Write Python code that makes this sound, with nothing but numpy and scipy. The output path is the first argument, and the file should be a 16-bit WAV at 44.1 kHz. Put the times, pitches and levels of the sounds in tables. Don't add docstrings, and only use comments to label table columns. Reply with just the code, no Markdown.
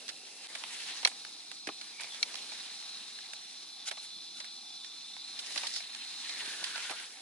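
import sys
import numpy as np
from scipy import signal
from scipy.fft import rfft, irfft, next_fast_len
from scipy.io import wavfile

SR = 44100
rng = np.random.default_rng(int(sys.argv[2]) if len(sys.argv) > 2 else 0)


def invert_db(x):
    u = np.asarray(x, float) / 20
    return 10 ** u


def digitize_waveform(pressure):
    field = np.atleast_2d(pressure).T
    bounded = np.clip(field, -1, 1)
    quanta = np.round(bounded * 32767).astype(np.int16)
    wavfile.write(sys.argv[1], SR, quanta)


N = 318344
TIME = np.arange(N) / SR
SIZE = next_fast_len(N)
HZ = np.arange(1, SIZE // 2 + 2) * SR / SIZE
CUTOFF_HZ = 10950

# frequency in Hz, likeness (1 the same, 0 or less
LIKENESS = [(60, 0.8), (170, 0.96), (490, 0.84), (1420, 0.49), (4080, 1), (11700, -1.2)]
# frequency in Hz, likeness (1 the same, 0 or less unrelated).
CLOTH_LIKENESS = [(60, 0.36), (220, 0.94), (840, 0.7), (3130, 0.5), (11700, -0.34)]


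def rms_one(x):
    return x / np.sqrt(np.mean(np.abs(x) ** 2) + 1e-20)


def in_time(rows):
    s, *columns = np.transpose(rows)
    return [np.interp(TIME, s, column) for column in columns]


def at_hz(points, hz):
    f, value = np.transpose(points)
    return np.interp(np.log(hz), np.log(np.maximum(f, 1)), value)


def drift(rate_hz):
    r = np.exp(-80 * np.pi * rate_hz / SR)
    white = rng.standard_normal(N // 40 + 2002)
    slow = signal.lfilter([1], [1, -2 * r, r * r], white)[2000:]
    return np.interp(np.arange(N) / 40, np.arange(len(slow)), rms_one(slow - slow.mean()))


def above(db, quiet_db):
    return np.sqrt(np.maximum(invert_db(2 * db) - invert_db(2 * quiet_db), 1e-12))


def pair(source, other, likeness, lag_rad):
    alike = np.clip(likeness, 0, 1)
    right = alike * source * np.exp(-1j * lag_rad) + np.sqrt(1 - alike ** 2) * other
    return np.array([source, right])


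def coloured(excite, spectrum, likeness, lag_rad, patchy_db):
    both = pair(*rfft(excite, SIZE), at_hz(likeness, HZ), lag_rad) * invert_db(at_hz(spectrum, HZ))
    out, together = 0, drift(13.0)
    first, last = np.round(2 * np.log2([spectrum[0][0], min(spectrum[-1][0], CUTOFF_HZ)]))
    for step in np.arange(first, last + 1):
        band = np.cos(np.pi / 2 * np.clip(2 * np.log2(HZ) - step, -1, 1)) ** 2
        flicker = invert_db(patchy_db * (0.71 * together + drift(13.7)))
        out = out + flicker * irfft(both * band, SIZE)[:, :N]
    return rms_one(out)


def narrow(hz, width_hz, likeness, lag_rad):
    white = rng.standard_normal((2, N)) + 1j * rng.standard_normal((2, N))
    slow = signal.sosfilt(signal.butter(3, width_hz / 2, fs=SR, output="sos"), white)
    carrier = np.exp(2j * np.pi * np.cumsum(hz + 0 * TIME) / SR)
    return rms_one(np.imag(pair(*slow, likeness, lag_rad) * carrier))


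def ring(clicks, hz, t60_s):
    r = invert_db(-60 / (max(t60_s, .002) * SR))
    w = 2 * np.pi * hz / SR
    return signal.lfilter([0, np.sin(w)], [1, -2 * r * np.cos(w), r * r], clicks)


def panned(left, right, pan_db):
    both = np.array([left, right])
    return both / np.abs(both).max() * invert_db([[pan_db / 2], [-pan_db / 2]])


def add(out, s, x):
    i = round(s * SR)
    out[:, i:i + x.shape[1]] += x[:, :N - i]


def crackle(per_s, size_db, share):
    sizes = invert_db(size_db * np.minimum(rng.exponential(1, (2, N)), 5)) * rng.choice([-1, 1], (2, N))
    slips = sizes * (rng.random((2, N)) < per_s * invert_db(5 * drift(12)) / SR)
    return rng.standard_normal((2, N)) + share * rms_one(slips)


def sleeve():
    # time in seconds, level in dB.
    crinkle_rows = [
        (5.38, -77),
        (5.46, -43),
        (5.53, -46),
        (5.571, -38.5),
        (5.67, -41.5),
        (5.71, -46),
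        (5.77, -36.5),
        (5.81, -44),
        (5.84, -75),
    ]
    # frequency in Hz, density in dB per Hz.
    crinkle_colour = [(1500, -22), (2800, -5), (3700, -2), (5200, 3), (6500, -6.5), (11000, -13.5)]
    s, db = np.transpose(crinkle_rows)
    level = invert_db(np.interp(TIME, s, db, left=-120, right=-120))
    slips = crackle(900, 3.2, 1.3)
    return level * coloured(slips, crinkle_colour, CLOTH_LIKENESS, HZ / 2200, patchy_db=-2.0)


def fold():
    # start in seconds, length in seconds, level in dB, first Hz, last Hz.
    fold_rows = [
        (0, 0.44, -62.5, 2756, 2650),
        (1.991, 0.054, -47.5, 2330, 2313),
        (2.11, .04, -49.5, 3450, 3406),
        (5.481, 0.24, -57, 1938, 1950),
        (6.298, 0.71, -52.5, 2097, 1521),
    ]
    settle_s, rise_db_s, fall_db_s = .15, 400.5, 399.5
    hz, level_db = np.zeros(N), np.full(N, -120.)
    for s, length_s, db, first_hz, last_hz in fold_rows:
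        before_s = np.maximum(s - TIME, 0)
        after_s = np.maximum(TIME - s - length_s, 0)
        now_db = db - rise_db_s * before_s - fall_db_s * after_s
        now_hz = last_hz + (first_hz - last_hz) * np.exp(-np.maximum(TIME - s, 0) / settle_s)
        hz = np.where(now_db > level_db, now_hz, hz)
        level_db = np.maximum(now_db, level_db)
    return invert_db(level_db + 2.9 * drift(35)) * narrow(hz, 304, 0.91, 0.14)


def jacket():
    # time in seconds, speed in dB, nearness of the rubbing in dB.
    rustle_rows = [(0, -58, 7), (.2, -62, 8.5), (.52, -55.5, 2.5), (.9, -50.5, -3), (1.07, -58, 3.5),
                   (1.63, -63, 3), (2.0, -57.5, 0.8), (2.3, -55, 4.5), (2.75, -55.5, -2.5), (3.3, -60, 1.2),
                   (4.2, -62.5, 1.5), (5.2, -62, -1), (5.6, -50.5, 0.5), (5.8, -57, -2.5), (6.2, -54, -6.5),
                   (6.42, -49.5, 0), (6.85, -48, -6), (7.22, -61, 4)]
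    # frequency in Hz, density in dB per Hz.
    drag_colour = [(130, -14.5), (280, -4), (480, -3), (800, -6.5), (1200, -29)]
    body_colour = [(600, -24.5), (900, -7), (1300, -8.5), (1800, -3), (2700, -1.5), (3600, 0), (5000, -11)]
    hiss_colour = [(3000, -12.5), (4300, -2.5), (5500, -5.5), (7000, -10.5)]
    sheen_colour = [(4500, -25), (6300, -7), (8000, -7), (11500, -5)]
    body_db, near_db = in_time(rustle_rows)
    faster_db = body_db + 58
    drag_db = -72 + faster_db + near_db
    hiss_db = -55.5 + 0.6 * faster_db + 0.06 * near_db
    sheen_db = -57.5 + .8 * faster_db + 0.21 * near_db

    def layer(gain, slips, colour, lag_rad, patchy_db):
        return gain * coloured(slips, colour, CLOTH_LIKENESS, lag_rad, patchy_db)

    out = layer(invert_db(3.5) * above(drag_db, -75.0), crackle(300, 4.5, 0.41), drag_colour, 0, 0.0)
    out += layer(invert_db(6) * above(body_db, -63.0), crackle(1500, 3, .6), body_colour, HZ / 5000, 2.0)
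    out += layer(invert_db(4) * above(hiss_db, -60.0), crackle(700, 2.3, 1.0), hiss_colour, HZ / 2000, 2.5)
    out += layer(invert_db(3) * above(sheen_db, -64.5), crackle(2500, 3, .6), sheen_colour, HZ / 2500, .8)
    return out + fold()


def scuffs():
    # time in seconds, level in dB, rise in seconds, fall in seconds.
    scuff_rows = [
        (3.885, -38, .022, .013),
        (6.91, -47, .012, .012),
        (4.39, -56, .03, .02),
        (5.396, -47, .004, .012),
        (4.04, -55, .03, .05),
    ]
    # frequency in Hz, density in dB per Hz.
    scuff_colour = [(180, -59), (300, -32), (862, -9.5), (1050, -24), (1420, -4), (1860, -13), (2130, -6.5),
                    (3340, -1.5), (11000, -7), (14300, -41), (22000, -120)]
    stroke = 0
    for s, db, rise_s, fall_s in scuff_rows:
        width_s = np.where(TIME < s, rise_s, fall_s)
        stroke = stroke + invert_db(db) * np.exp(-((TIME - s) / width_s) ** 2)
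    slips = crackle(1500, 0.97, 1.0)
    return invert_db(5.5) * stroke * coloured(slips, scuff_colour, LIKENESS, HZ / 3000, patchy_db=-2.0)


def thumps(out):
    # time in seconds, peak in dB.
    thump_rows = [
        (1.675, -34),
        (1.692, -37.5),
        (5.562, -48),
        (6.477, -46.5),
        (6.624, -49),
        (6.71, -53),
        (6.905, -44.5),
        (.64, -65),
    ]
    push = np.r_[np.diff(np.hanning(60)), np.zeros(3000)]
    sound = ring(push, 317, 0.039) + 0.26 * ring(push, 404, 0.074)
    for s, db in thump_rows:
        add(out, s, invert_db(db) * panned(sound, sound, 0.93))


def taps(out, rows, ranges_db, main):
    # low Hz, high Hz.
    tap_bands = [(640, 1380), (1300, 2740), (3200, 5430), (6500, 11100)]
    longer = (2.0, 1.19, 0.74, 1.9)
    likeness = (0.76, 0.3, -0.43, 0.0056)
    t = TIME[:2000]
    filters = [signal.butter(2, band, "band", fs=SR, output="sos") for band in tap_bands]
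    for (s, db, bright_db, length_s), noise in zip(rows, rng.standard_normal((len(rows), 2, 2000))):
        length_s = np.clip(length_s, .0006, .012)
        levels_db = db + np.array(ranges_db) + bright_db * (np.arange(len(filters)) - main)
        for sos, level_db, stretch, alike in zip(filters, levels_db, longer, likeness):
            slips = noise * (1 - np.exp(-t / 0.0018)) * np.exp(-t / (length_s * stretch))
            left, right = signal.sosfilt(sos, pair(*slips, abs(alike), 0).real)
            add(out, s, invert_db(level_db) * panned(left, np.sign(alike) * right, -0.86))


def knocks(out):
    # start in seconds, level in dB, brightness in dB per range, length in seconds.
    knock_rows = [(.551, -29, 4.5, 0.0031), (0.6375, -27, 2, 0.00097), (1.055, -19.5, -4.5, 0.0012),
                  (1.072, -22.5, 6, 0.0033), (1.114, -36.5, .1, .0027), (1.2493, -29.5, 3, 0.00065),
                  (1.5144, -30.5, 5.5, .0014), (1.6707, -27, 5.5, .0036), (1.6874, -25, -7, 0.002),
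                  (1.997, -33, 0, 0.0026), (2.0064, -32, 7, 0.0049), (2.071, -42, -2, 0.0018),
                  (2.518, -32.5, 2, .0028), (2.825, -38.5, 4, 0.0014), (3.187, -36, 3, 0.0016),
                  (3.3327, -32.5, 6.5, 0.0027), (3.911, -26, 3.5, 0.0046), (3.973, -37.5, -5, .0025),
                  (4.442, -37.5, 5.5, 0.0051), (5.165, -37.5, -2, 0.0019), (5.506, -36, 1.5, .0014),
                  (5.559, -24, 2.5, 0.0021), (5.632, -29, -1, 0.0075), (5.803, -35, 3.5, 0.0016),
                  (6.4583, -34, 6, 0.0033), (6.626, -41, -11, .0013), (6.777, -27.5, 3, 0.0027),
                  (6.894, -28.5, -1.5, .0093), (6.91, -29.5, -2.5, .0083), (6.997, -35, 4, 0.0042)]
    taps(out, knock_rows, ranges_db=(-6.5, 0.4, -5.5, -15.5), main=1)


def ticks(out):
    # start in seconds, level in dB, brightness in dB per range, length in seconds.
    tick_rows = [(0.08, -33, 5, 0.0023), (0.088, -30, 1.5, 0.0088), (1.029, -34, -6.5, .0056),
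                 (1.064, -28, 7, 0.0017), (1.811, -34, -2, 0.0053), (2.016, -40, -5, .0045),
                 (2.033, -35, 5, 0.0027), (2.04, -38, -6, 0.0062), (2.122, -42, -1, .0015),
                 (2.145, -34, 0, 0.0017), (2.342, -31, -2.5, 0.0013), (2.354, -30, 3, 0.0025),
                 (3.843, -46, -2, .0015), (4.401, -31.5, 0.5, 0.0057), (4.845, -35.5, 2, 0.0029),
                 (5.389, -33, 7.5, .0074), (5.5755, -23.5, 1.2, 0.0056), (5.669, -27.5, 7, .0016),
                 (5.6725, -30.5, 5, 0.0019), (5.7615, -30.5, 0, 0.0029), (5.948, -32, 2, .0018),
                 (6.2924, -30, 0, .0069), (6.475, -36, .1, .0017), (6.639, -26, 5, 0.0068),
                 (6.757, -28.5, -5, 0.0034)]
    taps(out, tick_rows, ranges_db=(-14, -4, 4, -13.5), main=1.64)


def snaps(out):
    # time in seconds, peak in dB, left-right difference in dB.
    snap_rows = [
        (1.0495, -6, -1.5),
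        (2.2283, -9.5, 0),
    ]
    # frequency in Hz, level in dB, t60 in seconds.
    case_modes = [(780, -2, .016), (2340, -4.5, 0.024), (2650, -6, 0.014), (3260, -12, 0.023),
                  (4140, 2, 0.0076), (4270, -1.5, 0.0087), (5510, -2, 0.012), (7000, -37, 0.0054),
                  (8800, -14, 0.0049)]
    t = TIME[:4000]
    no_bass = signal.butter(3, 1500, "high", fs=SR, output="sos")
    for (s, db, pan_db), noise in zip(snap_rows, rng.standard_normal((len(snap_rows), 2, 4000))):
        blow = 0.2 * noise * np.exp(-t / 0.0035)
        blow[0, [0, 10, 135]] += [.5, .9, .3]
        blow[1, [2, 13, 57, 140]] += [0.27, 0.67, 0.73, 0.28]
        blow = signal.sosfilt(no_bass, blow)
        left, right = (sum(invert_db(mode_db) * ring(side, hz, t60_s) for hz, mode_db, t60_s in case_modes)
                       for side in blow)
        add(out, s, invert_db(db) * panned(left, right, pan_db))


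def stove():
    # time in seconds, lower jet band in Hz, jet level in dB, facing the stove (0
    turn_rows = [(0.0, 3850, -60, 0.4), (0.4, 3750, -64, 0.24), (0.7, 3700, -57, 0), (1.0, 3720, -53, .1),
                 (1.5, 3650, -56, 0.16), (1.75, 3600, -53, .1), (2.2, 3720, -59, 0.39),
                 (2.45, 3650, -51, 0.01), (2.7, 3720, -51.5, .4), (2.95, 3750, -50, .6),
                 (3.3, 3570, -55.5, 0.7), (4.0, 3543, -52, 0.81), (4.8, 3530, -53, .9),
                 (5.6, 3680, -51.5, 1.1), (6.0, 3680, -50.5, 0.41), (6.4, 3650, -48.5, .3),
                 (6.65, 3580, -53, .2), (7.22, 3690, -61.5, 0)]
    # frequency in Hz, density in dB per Hz.
    hiss_colour = [(30, -34), (120, -32), (250, -22.5), (560, -34), (800, -29), (1300, -25), (1800, -31),
                   (2500, -23), (3100, -23), (3800, -12), (4600, -15.5), (5500, -17), (7600, -28),
                   (11000, -31.5)]
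    # frequency in Hz, width in Hz, level in dB.
    whistle_rows = [(317, 100, -78), (793.4, 156, -69), (2404, 210, -70.5), (4175, 79, -65),
                    (4810, 87, -63), (5020, 104, -63.5), (5770, 220, -61)]
    # frequency in Hz, phase in radians by which the left port leads.
    lag_rows = [(0, 0), (3530, 0.5), (4130, 0.74), (4570, 1.26), (4910, 2.0), (5340, 0.8), (5940, 4),
                (6800, 23), (7060, 8), (8180, -2), (8790, 2), (9220, 0.7), (9730, 2.8), (11900, -0.1)]
    low_hz, high_db, facing = in_time(turn_rows)
    high_hz = 4157 - 60 * facing
    low_db = high_db - 5 + 5 * facing
    turn_lag_rad = 2.43 - 1.3 * facing
    lag_hz, lag_rad = np.transpose(lag_rows)

    swell = invert_db(0.51 * (high_db - np.mean(high_db)))
    white = rng.standard_normal((2, N))
    hiss = coloured(white, hiss_colour, LIKENESS, np.interp(HZ, lag_hz, lag_rad), patchy_db=1.5)
    out = invert_db(-51) * swell * hiss
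    for hz, width_hz, level_db in whistle_rows:
        flicker = invert_db(1.8 * drift(1.5))
        out += invert_db(level_db) * flicker * narrow(hz, width_hz, 0.63, np.interp(hz, lag_hz, lag_rad))

    low_gain = invert_db(np.minimum(low_db, -49) - 1.5 + 1.3 * drift(18))
    high_gain = invert_db(np.minimum(high_db, -49) + 1.5 + 1.2 * drift(18))
    out += low_gain * narrow(low_hz, 150, 0.95, 0.55 * turn_lag_rad)
    return out + high_gain * narrow(high_hz, 260, 0.99, turn_lag_rad)


def scene():
    out = sleeve() + jacket() + scuffs() + stove()
    thumps(out)
    knocks(out)
    ticks(out)
    snaps(out)
    return out * invert_db([[-.3], [.3]])


def top_cut(x):
    return signal.sosfilt(signal.butter(12, 12310, fs=SR, output="sos"), x)


def record(dry):
    splice_s, fade_in_s = 0.473, 0.021
    dry = signal.sosfilt(signal.butter(4, 130, "high", fs=SR, output="sos"), dry)
    fade = np.clip(0.076 + (TIME - splice_s) / fade_in_s, 0, 1)
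    dry = dry * np.where(TIME < splice_s, 1, fade)
    dry = signal.sosfilt(signal.ellip(10, .5, 75, CUTOFF_HZ, fs=SR, output="sos"), dry)
    return top_cut(dry)


dry = scene()
out = record(dry)
digitize_waveform(out)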